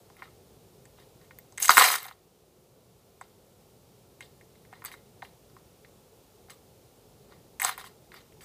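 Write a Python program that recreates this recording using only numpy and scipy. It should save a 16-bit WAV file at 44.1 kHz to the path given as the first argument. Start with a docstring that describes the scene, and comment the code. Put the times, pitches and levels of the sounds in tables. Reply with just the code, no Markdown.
"""Toy truck tipping its bin

A small die-cast toy truck stands on a carpet in a quiet room. A hand swings its lifting arm, the plastic bin
crashes over on the roof and spills its loose load, then fingers nudge and tip the bin with clicks and taps.
Short blows and dense tiny knocks set the ringing tones (modes) of the toy going, and delays add the room's echoes.
Bands of noise make the low murmur of the house and the hiss of a small recorder with gain control.
"""
import sys
import numpy as np
from scipy import signal
from scipy.fft import rfft, irfft, next_fast_len
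from scipy.io import wavfile
from scipy.ndimage import uniform_filter1d

SR = 44100
rng = np.random.default_rng(int(sys.argv[2]) if len(sys.argv) > 2 else 0)


def digitize_waveform(pressure):
    """Quantize a signal to 16-bit integers and store it at the path in sys.argv[1].

    Rows of a 2-D input are taken as channels; values are limited to [-1, 1].
    """
    field = np.atleast_2d(pressure).T
    bounded = np.clip(field, -1, 1)
    quanta = np.round(bounded * 32767).astype(np.int16)
    wavfile.write(sys.argv[1], SR, quanta)


def undo_db(level):
    """Turn decibels back into plain size, where 20 dB means ten times bigger."""
    steps = np.asarray(level, float) / 20
    return 10 ** steps


N = 372204

# Contacts of bin, arm and lid. Each row: start in seconds, level in the hollow body in relative dB,
# strongest body pitch in Hz, level in the metal edges in relative dB, strongest edge pitch in Hz.
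CONTACT_EVENTS = [(0.0999, -44.5, 860, -55, 4570), (0.167, -47.5, 2510, -50, 11600),
                  (0.2212, -29, 1450, -52, 3950), (0.256, -47, 1920, -58, 3740),
                  (0.8541, -52, 2180, -43, 7250), (0.9847, -45, 1110, -63, 7450),
                  (1.2133, -48, 1060, -52, 4600), (1.3086, -38.5, 1560, -58, 4520),
                  (1.3865, -46.5, 2185, -31.5, 13500), (1.5232, -46, 700, -43.5, 6600),
                  (1.5761, -35.5, 2470, -29.5, 7652), (1.5804, -29, 1980, -24, 7315),
                  (1.6015, -31, 2290, -21, 13500), (1.6239, -30, 3060, -13.5, 9500),
                  (1.627, -27, 2570, -12, 6600), (1.6453, -24.5, 1790, -16, 8350),
                  (1.6509, -29, 1800, -17, 8226), (1.6566, -28, 3150, -13.5, 7700),
                  (1.681, -26, 1850, -13, 6300), (1.6928, 0, 1260, -7, 5370), (1.7053, -3, 1270, -9, 6800),
                  (1.7156, -25.5, 970.7, -11, 4600), (1.7698, -3.5, 1370, -8, 13490),
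                  (1.7791, -0.5, 1330, -4, 10690), (1.7874, -14, 2120, -7, 9200),
                  (1.7984, -11, 2120, -8.5, 3810), (1.8103, -3, 1060, -17, 3808),
                  (1.8202, -7, 1560, -11, 4030), (1.8318, -13, 1790, -21, 3760),
                  (1.8402, -5.5, 1740, -8, 9500), (1.8851, -13, 2190, -22, 10000),
                  (1.9016, -15, 1280, -25, 3570), (1.9406, -14, 1600, -24, 13800),
                  (1.9535, -18, 1410, -19, 13500), (1.9829, -33, 1920, -25, 4320),
                  (2.0291, -61, 1267, -27, 13000), (2.0538, -29, 800, -31, 13110),
                  (2.065, -33, 1018, -30, 12400), (2.0822, -28, 810, -34.5, 4040),
                  (2.1108, -32, 1048, -47.5, 13400), (2.1236, -60.5, 979, -43, 3756),
                  (3.2116, -28.5, 870, -40.5, 7990), (4.207, -28, 2354, -37.5, 7930),
                  (4.2242, -36, 3170, -43.5, 3710), (4.411, -45, 2128, -57, 8230),
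                  (4.5542, -55, 1950, -60.5, 3810), (4.65, -52.5, 2120, -58.5, 5460),
                  (4.7272, -30.5, 830, -56, 8530), (4.7352, -40, 1860, -55.5, 4660),
                  (4.8203, -38, 1350, -53, 3990), (4.841, -38, 1320, -34, 14870),
                  (4.8489, -29, 1432, -23, 12400), (4.8579, -41, 2070, -27.5, 8050),
                  (4.866, -45, 2500, -43, 4900), (4.88, -48, 1240, -41, 4900),
                  (4.916, -32.5, 2400, -39, 14100), (4.9393, -37, 1580, -52, 3550),
                  (5.2217, -33, 1890, -41, 3840), (5.225, -25.5, 798, -46.5, 3560),
                  (5.2488, -39.5, 2850, -50.5, 3600), (5.4984, -52, 1067, -56, 4990),
                  (5.5657, -39.5, 980, -56, 3515), (5.8474, -43.5, 2020, -53, 3783),
                  (6.4842, -43, 819, -58.5, 3770), (6.4979, -43, 2145, -42, 4676),
                  (6.5035, -48, 2600, -40.5, 8000), (7.3214, -49.5, 1289, -51, 3560),
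                  (7.5986, -24.5, 2080, -24, 8480), (7.6182, -23.5, 2033, -14.5, 12360),
                  (7.6293, -22.5, 790, -20, 7900), (7.6476, -10.5, 950, -9, 7800),
                  (7.6658, -18.5, 2550, -23, 3510), (7.681, -25, 910, -40, 4060),
                  (7.6927, -18, 1249, -31, 12950), (7.7185, -31, 1020, -42, 3690),
                  (7.7777, -28, 1330, -31.5, 11900), (7.7966, -41, 1690, -44, 6400),
                  (7.811, -40, 1083, -46, 4900), (7.841, -37.5, 1126, -38, 6660),
                  (8.1183, -37, 1570, -43.5, 3900), (8.141, -38, 1400, -40, 14630),
                  (8.2147, -54, 1394, -57.5, 6350), (8.323, -53, 2500, -58, 8200),
                  (8.408, -43.5, 2850, -46.5, 4654)]
# What the truck and bin ring with. Each row: pitch in Hz, level in relative dB,
# time in seconds to die away by 60 dB after a contact.
TOY_MODES = [(769, 2, .03), (887, -9.5, .03), (1083, -1, 0.029), (1173, 0, 0.018), (1270, 4.5, 0.013),
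             (1400, -2, .025), (1702, 2, 0.0091), (1857, 1.5, 0.023), (2015, -0.5, 0.028),
             (2108, -1.5, 0.036), (2320, -5.5, .025), (2850, -6, 0.028), (3140, -1.5, 0.017),
             (3560, -2.5, 0.024), (3810, -2, .03), (4075, -1.5, .025), (4590, -8, 0.054), (4900, -2, 0.017),
             (6350, -4, 0.016), (6510, -1.5, 0.012), (7890, -3.5, 0.012), (8000, -5.5, 0.036),
             (8480, -3, .015), (9240, -2, .015), (9956, 0.5, 0.01), (10700, -3, .015), (12280, -3.5, 0.015),
             (12950, -5, 0.023), (13700, -4.5, .015), (14654, -3.5, .015)]
# Colour of the house murmur and the hiss. Each row: frequency in Hz, density in relative dB per Hz.
HOUSE_COLOUR = [(24, -34.5), (40, -4.5), (75, -7), (112, -1), (315, -12), (437, -2), (591, -15.5),
                (704, -9), (861, -19.5), (1320, -22.5), (1540, -29), (3620, -25.5), (13700, -29),
                (15200, -28), (16400, -65)]
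# Slow, chance wavering of the low murmur's level. Each row: time in seconds,
# change in dB up to 150 Hz (less above).
MURMUR_WAVERING = [(0, 0), (1.2, 0), (2.2, -2), (3, -.5), (5.05, 0.5), (5.25, 2.5), (5.45, -1), (6.9, -.5),
                   (7.3, 1.5), (7.7, -.5), (8.44, 0.5)]
# Limits, in Hz, between the noise bands in the crack of a contact.
CRACK_BAND_LIMITS_HZ = [600, 1100, 1900, 3400, 5500, 8500, 12000, 17000]
# Limits, in Hz, between the rattle of body, hinge and edge.
RATTLE_BAND_LIMITS_HZ = [700, 2700, 5600, 17000]
# Fingers rub loose parts along each other. Each row: peak time in seconds,
# then level in body, hinge and edge in relative dB.
RUB_EVENTS = [(0.2, -58.5, -67.5, -69), (1.0, -65.5, -67, -72), (1.24, -69, -76, -72),
              (4.755, -60.5, -69, -78), (7.32, -63, -70.5, -79.5), ]
# Jolts set loose parts rattling. Each row: start in seconds, level in body, hinge and edge
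# in relative dB, time in seconds before the rattle begins to settle.
JOLT_EVENTS = [(0.224, -59, -69, -69, .02), (3.215, -59, -63, -67.5, 0.0031),
               (4.21, -67.5, -60, -65.5, 0.024), (4.853, -48.5, -53, -51, 0.011),
               (4.92, -64, -64, -60, 0.016), (5.227, -66.5, -63.5, -65.5, .025),
               (6.498, -62, -62, -60.5, .02), (7.6, -46, -52, -43, 0.031),
               (7.635, -38.5, -40.5, -40.5, 0.053), (7.78, -52.5, -56.5, -54.5, 0.027),
               (7.842, -61.5, -63.5, -59, .03), (8.12, -66, -65, -70, .02), (8.145, -60, -60, -65.5, .03),
               (8.41, -61, -63, -58, .03)]
# How fast the rattle settles after a jolt: one value each for body, hinge and edge, in dB per second.
SETTLING_DB_PER_S = [302, 322, 430.0]
# The bin tips over and its load tumbles out. Each row: time in seconds, level in body in relative dB,
# level in edge in relative dB.
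SPILL_COURSE = [(1.575, -58, -61.5), (1.61, -49, -40.5), (1.63, -44, -30), (1.67, -51.5, -36),
                (1.69, -46.5, -37), (1.698, -25, -26), (1.764, -38.5, -30), (1.773, -18.5, -20.5),
                (1.87, -25, -25.5), (1.96, -35.5, -32), (1.99, -47.5, -46.5), (2.09, -50, -55.5),
                (2.15, -73.5, -79)]

EDGE_FROM_HZ = 3400   # modes from here up belong to the metal edges


def rms_one(x):
    """Scale a sound to unit rms, a measure of its average strength."""
    return x / np.sqrt(np.mean(x ** 2) + 1e-20)


def band(x, low_hz, high_hz):
    """Let through the frequencies between two limits (Butterworth band-pass)."""
    return signal.sosfilt(signal.butter(2, [low_hz, high_hz], "band", fs=SR, output="sos"), x)


def ring(clicks, hz, t60):
    """A unit click sets a sine of height 1 ringing; it falls by 60 dB in t60 seconds."""
    r = undo_db(-60 / (t60 * SR))
    w = 2 * np.pi * hz / SR
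    return signal.lfilter([0, np.sin(w)], [1, -2 * r * np.cos(w), r * r], clicks + 1e-18)


def drift(rate_hz, size=N):
    """Smoothed noise of spread 1, wandering more slowly for a lower rate."""
    r = np.exp(-80 * np.pi * rate_hz / SR)   # one value for every 40 samples
    noise = rng.standard_normal(size // 40 + 2002)
    slow = signal.lfilter([1], [1, -2 * r, r * r], noise)[2000:]
    return np.interp(np.arange(size) / 40, np.arange(len(slow)), rms_one(slow - slow.mean()))


def grains(shape, per_s, spread_db):
    """Random tiny impacts of uneven size and sign."""
    size_db = spread_db * np.minimum(rng.exponential(1, shape), 4)
    signs = rng.choice([-1, 1], shape)
    return undo_db(size_db) * signs * (rng.random(shape) < per_s / SR)


def house():
    """Third-octave bands of steady noise; the low murmur wavers a little, the hiss stays smooth."""
    edges_hz = 44 * 2 ** np.arange(0, 9, 1 / 3)
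    white = rng.standard_normal((2, N))   # neighbouring bands take different noise
    hz_points, db_points = np.transpose(HOUSE_COLOUR)
    slow_db = np.interp(np.arange(N) / SR, *np.transpose(MURMUR_WAVERING))
    out = 0
    for k, (low_hz, high_hz) in enumerate(zip(edges_hz, edges_hz[1:])):
        hz = np.sqrt(low_hz * high_hz)
        waver_db = 0
        if hz < 900:
            waver_db = .5 * drift(3.0) + slow_db * min(150 / hz, 1) ** 0.47
        level_db = np.interp(np.log(min(hz, 14e3)), np.log(hz_points), db_points)
        out = out + undo_db(level_db + waver_db) * band(white[k % 2], low_hz, high_hz)
    return undo_db(-59.5) * rms_one(out)


def room(x):
    """Ten feedback delays send the sound round and round, weaker and duller each time."""
    t60_s, wall_cut_hz = .3, 16000
    size = next_fast_len(N + SR)
    z = np.exp(-2j * np.pi * np.arange(size // 2 + 1) / size)   # a delay of one sample
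    dull = np.exp(-2 * np.pi * wall_cut_hz / SR)
    wall = (1 - dull) / (1 - dull * z)
    echoes = 0
    for k, lag_s in enumerate(np.geomspace(.007, .031, 10)):
        loop = undo_db(-60 * lag_s / t60_s) * wall * z ** round(lag_s * SR)
        echoes = echoes + (-1) ** k * loop / (1 - loop)
    return irfft(rfft(x, size) * echoes, size)[:N]


def looseness():
    """Rattle level in body, hinge and edge: rubs swell and fade, jolts start fast and settle, the load spills."""
    swell_db_per_s, fade_db_per_s = 350.0, 230.0   # of the rubs
    hinge_share, hinge_db = 0.66, -4.5   # in the spill the hinge lies between body and edge, then is shifted
    t, levels = np.arange(N) / SR, np.zeros((3, N))
    for peak_s, *db in RUB_EVENTS:
        lost_db = np.maximum(swell_db_per_s * (peak_s - t), fade_db_per_s * (t - peak_s))
        near = lost_db < 40
        levels[:, near] += undo_db(np.array(db)[:, None] - lost_db[near])
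    for start_s, *db, rattling_s in JOLT_EVENTS:
        near = (t > start_s) & (t < start_s + rattling_s + .15)
        since_s = t[near] - start_s
        lost_db = np.outer(SETTLING_DB_PER_S, np.maximum(since_s - rattling_s, 0))
        onset = np.minimum(since_s / 0.0029, 1)
        levels[:, near] += undo_db(np.array(db)[:, None] - lost_db) * onset
    s, body_db, edge_db = np.transpose(SPILL_COURSE)
    middle_db = body_db + hinge_share * (edge_db - body_db) + hinge_db
    inside = (t > s[0]) & (t < s[-1])
    spill_db = np.array([np.interp(t, s, db) for db in (body_db, middle_db, edge_db)])
    return levels + inside * undo_db(spill_db)


def rattle():
    """Dense small knocks ring the modes of the toy, now one, now another standing out."""
    levels = looseness()
    moving = levels[0] > 0
    size = moving.sum()
    knocks = grains(size, 9000.0, spread_db=2.5) * undo_db(2.0 * drift(77.0, size))   # they come in clumps
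    dealt = rng.integers(0, 3, size)   # each knock goes to one third of the modes
    out = np.zeros(N)
    # The rustle share changes sign from part to part, so that neighbouring bands join without a gap.
    parts = zip(levels, RATTLE_BAND_LIMITS_HZ, RATTLE_BAND_LIMITS_HZ[1:], [.45, -.35, 1.1])
    for level, low_hz, high_hz, rustle_share in parts:
        voices = 0
        for k, (hz, db, t60) in enumerate(TOY_MODES):
            if low_hz < hz <= high_hz:
                prominence = undo_db(db + 4.0 * drift(22.0, size))   # modes come and go
                voices = voices + prominence * ring(knocks * (dealt == k % 3), hz, 1.4 * t60)
        rustle = rms_one(band(knocks, low_hz, high_hz))
        out[moving] += level[moving] * rms_one(rms_one(voices) + rustle_share * rustle)
    return out


def contacts():
    """A short crushing blow and a dying chatter ring each contact; modes near the struck spot's pitch are favoured."""
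    s, body_db, body_hz, edge_db, edge_hz = np.transpose(CONTACT_EVENTS)
    t = np.arange(2400) / SR
    shape = (len(s), len(t))
    blow = 0.12 * rng.standard_normal(shape) * np.exp(-t / 0.00049)   # the surfaces crush for a moment
    blow[:, 0] = 1
    chatter = 0.028 * grains(shape, 9000.0, spread_db=2.5) * np.exp(-t / .008)
    luck_db = 1.6 * rng.standard_normal((len(s), len(TOY_MODES)))

    def felt(hz, fall_db, offset_db):
        """The force felt at hz, weaker by fall_db for each octave from the pitch of the spot struck."""
        db, ring_hz = (body_db, body_hz) if hz < EDGE_FROM_HZ else (edge_db, edge_hz)
        octaves = np.abs(np.log2(hz / ring_hz))
        return (blow + chatter) * undo_db(db + offset_db - fall_db * octaves)[:, None]

    def in_time(sounds):
        """Lay every contact at its moment, fading out at its end."""
        at = (s[:, None] * SR).astype(int) + np.arange(len(t))
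        faded = sounds * np.cos(np.pi / 2 * t / t[-1])
        return np.bincount(at.ravel(), faded.ravel(), N + len(t))[:N]

    sounds = 0
    for k, (hz, db, t60) in enumerate(TOY_MODES):
        force = felt(hz, 13.0 if hz < EDGE_FROM_HZ else 20.0, db - 6.5 + luck_db[:, k])
        push = band(force, hz / 1.3, min(hz * 1.3, 19e3))   # builds over a cycle or two
        sounds = sounds + ring(push, hz, t60)
    crack_db = [5, 5, 1.5, -1, -7, -6.5, -7.0]
    for low_hz, high_hz, db in zip(CRACK_BAND_LIMITS_HZ, CRACK_BAND_LIMITS_HZ[1:], crack_db):
        fall_db = 3.5 if low_hz > 3e3 else 6.0
        force = felt(np.sqrt(low_hz * high_hz), fall_db, db)
        sounds = band(force, low_hz, high_hz) - sounds   # signs alternate: the bands join flat
    thud = ring(in_time(felt(600, 3.0, -32)), 249.7, 0.024)   # the wheels push on the carpet
    return in_time(sounds), thud


def scene():
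    """Add up the toy, its echoes and the house."""
    hits, thud = contacts()
    clatter = hits + rattle()
    # The toy is too small to radiate well below 720 Hz.
    radiated = signal.sosfilt(signal.butter(5, 720, "high", fs=SR, output="sos"), clatter)
    dull_part = undo_db(-5.0) * band(band(clatter, 380, 600), 330, 620)   # passed on by the carpet
    toy = radiated + (dull_part + band(thud, 150, 470))
    return (toy + undo_db(-27.5) * room(toy) + house())[None]


def low_pass(x):
    """Removes everything above the highest recorded frequency."""
    return signal.sosfilt(signal.butter(12, 16510, fs=SR, output="sos"), x)


def record(dry):
    """Loud sound turns the gain down and it creeps back over seconds; peaks are rounded, the top is cut."""
    knee_db, slope = -29.5, 0.58   # above the knee, dB of gain cut for each dB of level
    release_db_per_s, smoothing_s = 10.0, 0.94
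    level_db = 10 * np.log10(uniform_filter1d(dry[0] ** 2, size=2048) + 1e-12)
    ramp_db = release_db_per_s * np.arange(N) / SR
    wanted_db = slope * (level_db - knee_db)
    # The cut jumps up with the level and sinks at the release rate, then is smoothed.
    cut_db = np.maximum(np.maximum.accumulate(wanted_db + ramp_db) - ramp_db, 0)
    r = np.exp(-1 / (smoothing_s * SR))
    held = dry * undo_db(-signal.lfilter([1 - r], [1, -r], cut_db))
    rounded = np.clip(1.405 * np.tanh(held / 1.112), -.9, .9)
    topless = signal.sosfilt(signal.cheby2(20, 35, 15600, fs=SR, output="sos"), rounded)
    mix = signal.sosfilt(signal.butter(1, 25, "high", fs=SR, output="sos"), topless)
    return low_pass(np.clip(mix, -1, 1))


dry = scene()
out = record(dry)
digitize_waveform(out)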